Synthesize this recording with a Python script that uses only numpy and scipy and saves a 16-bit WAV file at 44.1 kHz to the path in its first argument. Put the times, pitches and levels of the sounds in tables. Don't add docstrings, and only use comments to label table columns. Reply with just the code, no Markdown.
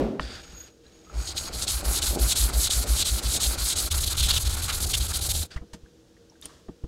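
import sys
import numpy as np
from scipy import signal
from scipy.fft import rfft, irfft, next_fast_len
from scipy.io import wavfile
from scipy.ndimage import uniform_filter1d

SR = 44100
rng = np.random.default_rng(int(sys.argv[2]) if len(sys.argv) > 2 else 0)


def generate_wav(sig):
    pcm = np.round(np.clip(np.atleast_2d(sig).T, -1, 1) * 32767).astype(np.int16)
    wavfile.write(sys.argv[1], SR, pcm)


N = 302967
TIME = np.arange(N) / SR

# start in seconds, rasp level in dB, fizz in dB over the rasp, squelch level in dB, table sway in dB.
LONG_STROKES = [(1.09, -45.5, -10, -48, -42), (1.345, -38.5, -4.5, -46, -48),
                (1.512, -36, -3, -44.5, -29.5), (1.664, -33.5, -0.5, -46.5, -24.5),
                (1.83, -32.5, 1.5, -40, -17.5), (2.009, -31, 0, -43.5, -20),
                (2.177, -30.5, 0.5, -42.0, -14), (2.346, -30.5, 1, -44, -15),
                (2.516, -30.5, -1.5, -43.5, -15.5), (2.691, -30, -1.5, -44.5, -18.5),
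                (2.858, -30, -1, -43, -14.5), (3.041, -31, -1, -46.5, -19), (3.214, -30.5, -2, -45, -20),
                (3.391, -31.0, -1.0, -43.5, -19.5), (3.569, -29.5, -1.5, -46, -21.5),
                (3.749, -30, -1.5, -44, -27)]
# start in seconds, rasp level in dB, bite of the edge in dB over the rasp, scrub level in dB.
SHORT_STROKES = [(3.897, -29.5, 1, -44), (3.938, -30.0, -4, -42), (3.999, -31, -2.5, -44.5),
                 (4.055, -31, -2, -50), (4.095, -30.0, -1.5, -40.5), (4.141, -38.5, 4, -40),
                 (4.164, -28.5, 0.5, -44), (4.219, -30, 2, -44.5), (4.28, -28, -1.0, -39.5),
                 (4.323, -31, 2.5, -45), (4.392, -32, -5.5, -46.0), (4.442, -33.5, 0, -42.5),
                 (4.487, -35, -1, -45.5), (4.561, -37, -2.5, -42), (4.613, -35.5, -2.0, -44),
                 (4.675, -35.5, 2, -37), (4.719, -32.5, -3, -45), (4.796, -31.5, -3.5, -46.5),
                 (4.858, -32.5, -5, -52), (4.885, -31.5, -3.5, -45.5), (4.93, -29, 5, -48.5),
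                 (4.964, -30.5, -5, -46.0), (4.995, -34.5, -0.5, -47.5), (5.077, -33.5, -3.5, -45),
                 (5.127, -32.5, -2.5, -48.5), (5.184, -37, -3.0, -43), (5.205, -33.5, -4.5, -48.0),
                 (5.284, -28, -3, -47), (5.329, -32, -2.5, -50.5), (5.443, -41, -2, -48.5)]
SHORT_START_S = SHORT_STROKES[0][0]
RUB_END_S = 5.475
PRESS_START_S, PRESS_END_S = 1.09, 1.183


def from_db(db):
    return 10 ** (np.asarray(db) / 20)


def rms_one(x):
    return x / np.sqrt(np.mean(x ** 2) + 1e-20)


def bandpass(x, low_hz, high_hz, order=2):
    return signal.sosfilt(signal.butter(order, [low_hz, high_hz], "band", fs=SR, output="sos"), x)


def coloured(x, spectrum):
    hz, db = np.transpose(spectrum)
    size = next_fast_len(N)
    f = np.maximum(np.arange(size // 2 + 1) * SR / size, 1)
    skirt = np.minimum(1, np.minimum(f / hz[0], hz[-1] / f)) ** 2
    curve = from_db(np.interp(np.log(f), np.log(hz), db))
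    return rms_one(irfft(rfft(x, size) * skirt * curve, size)[:N])


def noise_coloured(spectrum):
    return coloured(rng.standard_normal(N), spectrum)


def drift(pole_hz):
    r = np.exp(-20 * np.pi * pole_hz / SR)
    slow = signal.lfilter([1], [1, -2 * r, r * r], rng.standard_normal(N // 10 + 4002))[4000:]
    return np.interp(np.arange(N) / 10, np.arange(len(slow)), rms_one(slow))


def ring(x, hz, t60):
    r, w = from_db(-60 / (t60 * SR)), 2 * np.pi * hz / SR
    return signal.lfilter([0, np.sin(w)], [1, -2 * r * np.cos(w), r * r], x + 1e-18)


def narrow_tones(modes):
    noise = rng.standard_normal(N)
    bands = [from_db(db) * rms_one(bandpass(noise, hz - width / 2, hz + width / 2)) for hz, width, db in modes]
    return rms_one(sum(bands))


def contact_tone(hz, cutoff_hz):
    smooth = signal.butter(1, cutoff_hz, fs=SR, output="sos")
    wander = signal.sosfilt(smooth, signal.sosfilt(smooth, rng.standard_normal((2, N))))
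    phase = 2 * np.pi * np.cumsum(hz) / SR
    return rms_one(wander[0] * np.cos(phase) + wander[1] * np.sin(phase))


def grains(per_s, spread_db):
    happens = rng.random(N) < per_s / SR
    unevenness = np.clip(rng.standard_normal(N), -2, 2)
    return happens * rng.standard_normal(N) * from_db(spread_db * unevenness)


def gate(start_s, end_s, ramp_s):
    return np.clip(np.minimum(TIME - start_s, end_s - TIME) / ramp_s, 0, 1)


def room_air():
    # frequency in Hz, relative density in dB per Hz.
    air_colour = [(25, -16), (40, -5), (60, 3), (100, -3), (200, -5), (320, -4), (500, -6), (640, -15),
                  (1000, -23), (1600, -21), (2100, -27), (3300, -22), (6500, -23.5), (9000, -32),
                  (15000, -40)]
    # drone frequency in Hz, width in Hz, relative level in dB.
    drone_bands = [(176, 18, 3), (322.6, 13.8, 6.5), (376, 24, -22), (470, 11.7, 8)]
    return from_db(-57.5) * noise_coloured(air_colour) + from_db(-61) * narrow_tones(drone_bands)


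def kitchen(x, t60, wet_db):
    t = TIME[:SR // 2]
    tail = rng.standard_normal(len(t)) * from_db(-60 * t / t60) * (t > .004)
    tail = bandpass(tail / np.sqrt(np.sum(tail ** 2)), 150, 5000, order=1)
    return x + from_db(wet_db) * signal.fftconvolve(x, tail)[:N]


def opening_boom(start_db, fall_db_per_s):
    # frequency in Hz, relative density in dB per Hz.
    boom_colour = [(60, -28), (100, -15), (185, -8.5), (226, -4), (281, -1), (330, -15), (378, -3),
                   (470, -12), (535, -8.5), (650, -15), (890, -24.5), (1900, -37), (3300, -39.5),
                   (9000, -56)]
    return from_db(start_db - fall_db_per_s * TIME) * noise_coloured(boom_colour)


def table():
    sway_hz, build_s, decay_s = 55.1, 0.034, 0.042
    far_lag_s, near_lag_s = 0.0605, .098
    # time of the widest swing in seconds, level in dB.
    lean_rows = [(.041, -27), (.245, -31), (.53, -41), (1.19, -21), (4.25, -19), (4.473, -20.5),
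                 (5.009, -22.5)]
    swings = [(row[0] + (far_lag_s, near_lag_s)[k % 2], row[-1]) for k, row in enumerate(LONG_STROKES)]
    swings = swings + list(lean_rows)
    out = np.zeros(N)
    for (s, db), phase in zip(swings, rng.random(len(swings))):
        near = np.abs(TIME - s) < .3
        t = TIME[near] - s
        swell = np.where(t < 0, np.exp(-(t / build_s) ** 2), 1 / np.cosh(1.94 * t / decay_s))
        out[near] += from_db(db) * swell * np.sin(2 * np.pi * (sway_hz * t + phase))
    return out


def shaking(sway):
    # frequency in Hz, relative density in dB per Hz.
    shake_colour = [(80, -1.5), (120, 3), (165, -7), (210, -9.5)]
    swing = np.sqrt(np.abs(uniform_filter1d(sway ** 2, size=1600)))
    return from_db(-18.5) * swing * noise_coloured(shake_colour)


def bubbles(rise, rough):
    # start in seconds, starting pitch in Hz, level in dB, time to fall 60 dB in seconds.
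    bubble_rows = [(.229, 4440, -33, 0.022), (.85, 1640, -61, 0.22), (.864, 3950, -48, .025),
                   (1.065, 1245, -51, 0.14), (1.097, 1280, -37.5, 0.033), (5.574, 1920, -34, 0.026),
                   (5.86, 1570, -50, 0.024), (6.167, 1840, -55, 0.037), (6.297, 5500, -50, 0.029),
                   (6.32, 850, -55, 0.044), (6.355, 1540, -54, .04), (6.424, 3530, -32, 0.018),
                   (6.447, 3100, -41, 0.039), (6.455, 8900, -20, 0.012), (6.493, 1116, -44.5, 0.073)]
    out, t = np.zeros(N + SR), TIME[:SR // 5]
    for s, hz, db, t60 in bubble_rows:
        pitch = hz * (1 + rise * np.minimum(t / t60, 1))
        phase = 2 * np.pi * np.cumsum(pitch) / SR
        wobble = rms_one(uniform_filter1d(rng.standard_normal(len(t)), size=60))
        envelope = 1e-3 ** (t / t60) * (1 + rough * wobble) * np.minimum(t / .0015, 1)
        out[int(s * SR):int(s * SR) + len(t)] += from_db(db) * envelope * np.sin(phase)
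    return out[:N]


def spits(length_s):
    # time in seconds, level in dB before the band-pass.
    spit_rows = [(6.4142, -36), (6.432, -47), (6.441, -48), (6.4567, -25)]
    bursts = sum(from_db(db) * (TIME > s) * np.exp(-np.abs(TIME - s) / length_s) for s, db in spit_rows)
    return bandpass(bursts * rng.standard_normal(N) + 1e-18, 6000, 12500)


def struck(blow, modes):
    return sum((-1) ** k * from_db(db) * ring(blow, hz, t60) for k, (hz, db, t60) in enumerate(modes))


def knocks(thump_hz, thump_t60, grit, crack):
    # time in seconds, thump, tray, stone and tick levels in dB, contact length in seconds.
    contact_rows = [(0.1962, -33, -35, -27.5, -64, 0.0013), (0.524, -50, -48.5, -59, -58, 0.0031),
                    (5.56, -25.5, -50.5, -43.5, -56, 0.0088), (5.612, -34.5, -51.5, -67, -84, 0.011),
                    (5.732, -40.5, -52, -49, -47, 0.008), (5.833, -41.5, -62, -74, -81, 0.016),
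                    (6.42, -62, -64, -61, -52.5, 0.026), (6.455, -54, -61, -53, -47, 0.0045),
                    (6.472, -70, -84, -63.5, -63.5, 0.065), (6.684, -37.5, -38.5, -58, -76, 0.0046),
                    (6.836, -27.5, -39.5, -61, -68, 0.0069)]
    # frequency in Hz, relative level in dB, time to fall 60 dB in seconds.
    tray_modes = [(160, -1, 0.091), (221, 1, 0.039), (298, 0.5, 0.065), (360, 1, 0.025), (474, -6.5, 0.054),
                  (546, -17.5, 0.04), (680, -8, 0.028), (900, -8, 0.0089), (1280, -17, 0.037)]
    # frequency in Hz, relative level in dB, time to fall 60 dB in seconds.
    stone_modes = [(631, 12, 0.043), (1000, 16, 0.0099), (1410, 4, 0.024), (1480, -3, 0.015),
                   (1840, 16, 0.0067), (2460, -1, .014), (2800, -13, .012), (3480, 10, 0.011),
                   (4200, -25, .01)]
    out, t = np.zeros(N + SR), TIME[:SR // 4]
    first = int(.012 * SR)
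    cushion = signal.butter(4, 4200, fs=SR, output="sos")
    for s, *levels_db, length_s in contact_rows:
        crunch = rng.standard_normal(len(t)) * np.sqrt(t / length_s) * np.exp(-t / length_s)
        click = (t == 0) * np.exp(-length_s / 0.0043)
        blow = click + grit * crunch
        tray = struck(blow, tray_modes)
        clack = crack * bandpass(blow, 600, 3200)
        stone = signal.sosfilt(cushion, struck(blow, stone_modes) + clack)
        tick = bandpass(crunch, 2600, 8000)
        push = t * np.exp(-t / 0.002)
        thump = ring(push, thump_hz, thump_t60) + 1.8 * ring(push, 123.0, 0.051)
        for part, db in zip((thump, tray, stone, tick), levels_db):
            part = part / np.sqrt(np.mean(part[:first] ** 2))
            out[int(s * SR):int(s * SR) + len(t)] += from_db(db) * part
    return out[:N]


def slides():
    # start in seconds, length in seconds, mid-slide level in dB, swell over its length in dB.
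    slide_rows = [(0.196, 0.23, -51.5, 1.5), (0.425, 0.28, -58.5, -3.5), (.83, .31, -66, 5),
                  (5.502, 0.048, -51, 2.5)]
    total = 0
    for s, length, db, swell_db in slide_rows:
        onset = gate(s, s + length + 1, ramp_s=0.013)
        release = gate(s - 1, s + length + 0.022, ramp_s=0.058)
        progress = np.clip((TIME - s) / length, 0, 1)
        total = total + np.minimum(onset, release) * from_db(db + swell_db * (progress - .5))
    return total


def corner(level):
    # frequency in Hz, relative density in dB per Hz.
    corner_colour = [(1000, -8), (2400, 3.5), (4500, 4.5), (5600, 2.5), (7200, -1.5), (8600, -2),
                     (10500, -14), (13500, -20), (15500, -28)]
    # frequency in Hz, width in Hz, relative level in dB.
    corner_modes = [(1600, 400, -2), (2380, 300, -10), (2850, 300, -8), (3550, 500, -2), (4700, 520, 0)]
    hiss = from_db(2) * coloured(grains(per_s=8000, spread_db=0.5), corner_colour)
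    tones = from_db(6.5) * level / level.max() * narrow_tones(corner_modes)
    return level * (hiss + tones) * from_db(1.8 * drift(60))


def plate(level):
    # time in seconds, relative level in dB.
    sing_curve = [(0.22, -68), (0.458, -56), (0.486, -62), (0.604, -45.5), (0.822, -88), (0.876, -68),
                  (1.118, -64), (1.296, -46), (1.342, -88), (1.388, -46), (1.484, -43), (1.5, -53)]
    # frequency in Hz, width in Hz, relative level in dB.
    bending_modes = [(6666, 56, -2), (12069, 29, -22), (13356, 45, -23)]
    s, db = np.transpose(sing_curve)
    free = from_db(1.5 + np.interp(TIME, s, db)) * gate(s[0], s[-1], ramp_s=0.018)
    pressed = from_db(-13.5) * level
    return (free + pressed) * narrow_tones(bending_modes)


def slurry(squelch, scrub, rumble):
    # frequency in Hz, relative density in dB per Hz.
    squelch_colour = [(130, -2), (220, 1.5), (290, 0.5), (370, 1.5), (470, -2.5), (600, -1.5), (820, -2.5),
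                      (1100, -26), (1600, -43.5)]
    # frequency in Hz, relative density in dB per Hz.
    scrub_colour = [(600, -11), (900, 0.5), (1150, 2.5), (1400, 6), (1800, -3.5), (2400, 0), (3200, -9.5),
                    (4500, -8)]
    # frequency in Hz, relative density in dB per Hz.
    rumble_colour = [(11, -38), (18, -1), (49, -7.5), (68, 3.5), (90, -4), (125, -13.5), (156, -18.5),
                     (260, -41.5), (340, -57.5)]
    wet = squelch * coloured(grains(per_s=1100, spread_db=-2.5), squelch_colour) * from_db(0.88 * drift(10))
    mud = scrub * coloured(grains(per_s=2600, spread_db=1.5), scrub_colour) * from_db(2.0 * drift(19))
    return wet + mud + rumble * noise_coloured(rumble_colour)


def rasp(level, bite, fizz, contact_hz):
    # frequency in Hz, relative density in dB per Hz.
    rasp_colour = [(1500, -14.5), (3000, -21.5), (4600, -2.5), (5600, -3.5), (7800, 2), (9000, 0),
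                   (10500, -13), (14000, -42.5)]
    # frequency in Hz, relative density in dB per Hz.
    bite_colour = [(1800, -24.5), (2600, -11), (3100, 1), (3800, -6), (4400, -2), (5000, -2), (6000, -2)]
    # frequency in Hz, relative density in dB per Hz.
    fizz_colour = [(7000, -30.5), (8800, -8), (10000, 3), (11200, 1), (12500, -2.5), (14000, -7.5),
                   (16000, -14)]
    catch = from_db(0.3 * drift(88) + 1.2 * drift(20.7))
    coarse = from_db(-0.96) * coloured(grains(per_s=26000, spread_db=3.5), rasp_colour)
    edge_grit = from_db(-6.5) * coloured(grains(per_s=9000, spread_db=2.0), bite_colour)
    edge_tone = from_db(-1.5) * contact_tone(contact_hz, cutoff_hz=685)
    edge = (edge_grit + edge_tone) * bite * from_db(3.1 * drift(41.3))
    fine_grit = coloured(grains(per_s=26000, spread_db=-4.5), fizz_colour)
    fine = fizz * fine_grit * from_db(-2.0 + 0.82 * drift(25))
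    return level * catch * (coarse + edge + fine)


def easiness():
    return np.interp(TIME, [PRESS_START_S, 1.85], [1, 0])


def since_start(starts):
    k = np.clip(np.searchsorted(starts, TIME) - 1, 0, len(starts) - 1)
    return k, TIME - starts[k], np.append(starts[1:], RUB_END_S)[k] - TIME


def motion():
    # depth of the lull in dB, then braking and breaking loose in seconds at full hand weight
    far_turn, near_turn, short_turn = (-17.5, 0.026, 0.023), (-17, .018, 0.017), (-9.5, 0.011, .012)
    starts = np.array([row[0] for row in list(LONG_STROKES) + list(SHORT_STROKES)])
    turns = [(far_turn, near_turn)[k % 2] for k in range(len(LONG_STROKES))]
    turns = np.array(turns + [short_turn] * (len(SHORT_STROKES) + 1))
    depth_db, brake_s, loose_s = turns.T
    k, gone, left = since_start(starts)
    slow = 1 + .9 * easiness()

    def lull(turn, away_s, ramp_s):
        return depth_db[turn] * np.cos(np.pi / 2 * np.clip(away_s / (slow * ramp_s[turn]), 0, 1)) ** 2

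    lull_db = lull(k, gone, loose_s) + lull(k + 1, left, brake_s)
    done = np.clip(gone / (gone + left), 0, 1)
    return lull_db, np.where(k % 2, 1 - done, done)


def per_stroke(rows):
    starts, *columns = np.transpose(rows)
    k = since_start(starts)[0]
    return [uniform_filter1d(c[k], size=600) for c in columns]


def bearing(place):
    # rasp, bite, fizz and squelch offsets in dB, contact resonance in Hz under the full hand.
    along_stone = [(-1, -0.5, -5.5, 4, 4270), (-5, -1, 3.5, 0, 4230), (-0.5, -5, 0.5, -1, 4100),
                   (5, -4.5, -4, -2.5, 3980), (0.5, 0.5, -9, 1, 3900)]
    steps = np.linspace(0, 1, len(along_stone))
    rasp_at, bite_at, fizz_at, squelch_at, hz_at = [np.interp(place, steps, c) for c in np.transpose(along_stone)]
    rasp_db, fizz_db, squelch_db, _ = per_stroke(LONG_STROKES)
    long_scrub_db = -43 + squelch_at
    long = (rasp_db + rasp_at, bite_at, fizz_db + fizz_at, squelch_db + squelch_at, long_scrub_db, -36.5, hz_at)

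    jerk_db, bite_db, scrub_db = per_stroke(SHORT_STROKES)
    mean_jerk_db = np.mean([row[1] for row in SHORT_STROKES])
    rumble_fall_db = 2.5 * np.maximum(TIME - SHORT_START_S, 0)
    rumble_db = -28.5 + 0.5 * (jerk_db - mean_jerk_db) - rumble_fall_db
    fizz_db = -2 - .4 * bite_db
    short_hz = 4484 - 601 * from_db(bite_db)
    short = (jerk_db, bite_db, fizz_db, -46.5, scrub_db, rumble_db, short_hz)

    quick = uniform_filter1d(1. * (TIME > SHORT_START_S), size=400)
    return [(1 - quick) * a + quick * b for a, b in zip(long, short)]


def rubbing():
    # time in seconds, half length in seconds, level in dB.
    suck_rows = [(1.93, 0.042, -44.5), (2.163, .04, -32), (2.5, 0.059, -41), (2.84, .06, -43.5),
                 (3.37, 0.076, -40.5), (4.859, 0.0089, -41)]
    lull_db, place = motion()
    rasp_db, bite_db, fizz_db, squelch_db, scrub_db, rumble_db, contact_hz = bearing(place)
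    rest_s, rest_width_s, rest_db = 3.898, 0.01, -24
    rest = from_db(rest_db * np.exp(-((TIME - rest_s) / rest_width_s) ** 2))
    touch = gate(PRESS_START_S, RUB_END_S, ramp_s=0.034) * rest
    settling_db = np.interp(TIME, [PRESS_START_S, PRESS_END_S], [-24, 0])
    level = touch * from_db(rasp_db + lull_db + settling_db)
    easy = easiness()
    light = slides()

    bite = from_db(bite_db + 7.7 * easy)
    fizz = from_db(fizz_db + 0.178 * lull_db + .55 * settling_db)
    grit = rasp(level, bite, fizz, contact_hz + 499.6 * easy)

    sucks = sum(from_db(db) * np.exp(-((TIME - s) / half_s) ** 2) for s, half_s, db in suck_rows)
    film = touch * from_db(squelch_db + 0.042 * lull_db + 0.23 * settling_db)
    squelch = np.hypot(film, sucks) + from_db(-0.5) * light
    scrub = touch * from_db(scrub_db + 0.38 * lull_db + 0.38 * settling_db - 6.8 * easy) + from_db(-3) * light
    rumble = touch * from_db(rumble_db + .09 * lull_db + 0.47 * settling_db - 10 * easy) + from_db(5.5) * light
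    return grit + corner(light) + plate(level) + slurry(squelch, scrub, rumble)


def scene():
    boom = opening_boom(start_db=-20.5, fall_db_per_s=97)
    sway = table()
    water = bubbles(rise=0.19, rough=0.65) + spits(length_s=0.001)
    contacts = knocks(thump_hz=63.4, thump_t60=0.095, grit=0.14, crack=120.0)
    work = boom + sway + shaking(sway) + water + contacts + rubbing()
    return (kitchen(work, t60=0.1, wet_db=-16) + room_air())[None]


def record(dry):
    return signal.sosfilt(signal.ellip(12, .1, 90, 15750, fs=SR, output="sos"), dry)


dry = scene()
out = record(dry)
generate_wav(out)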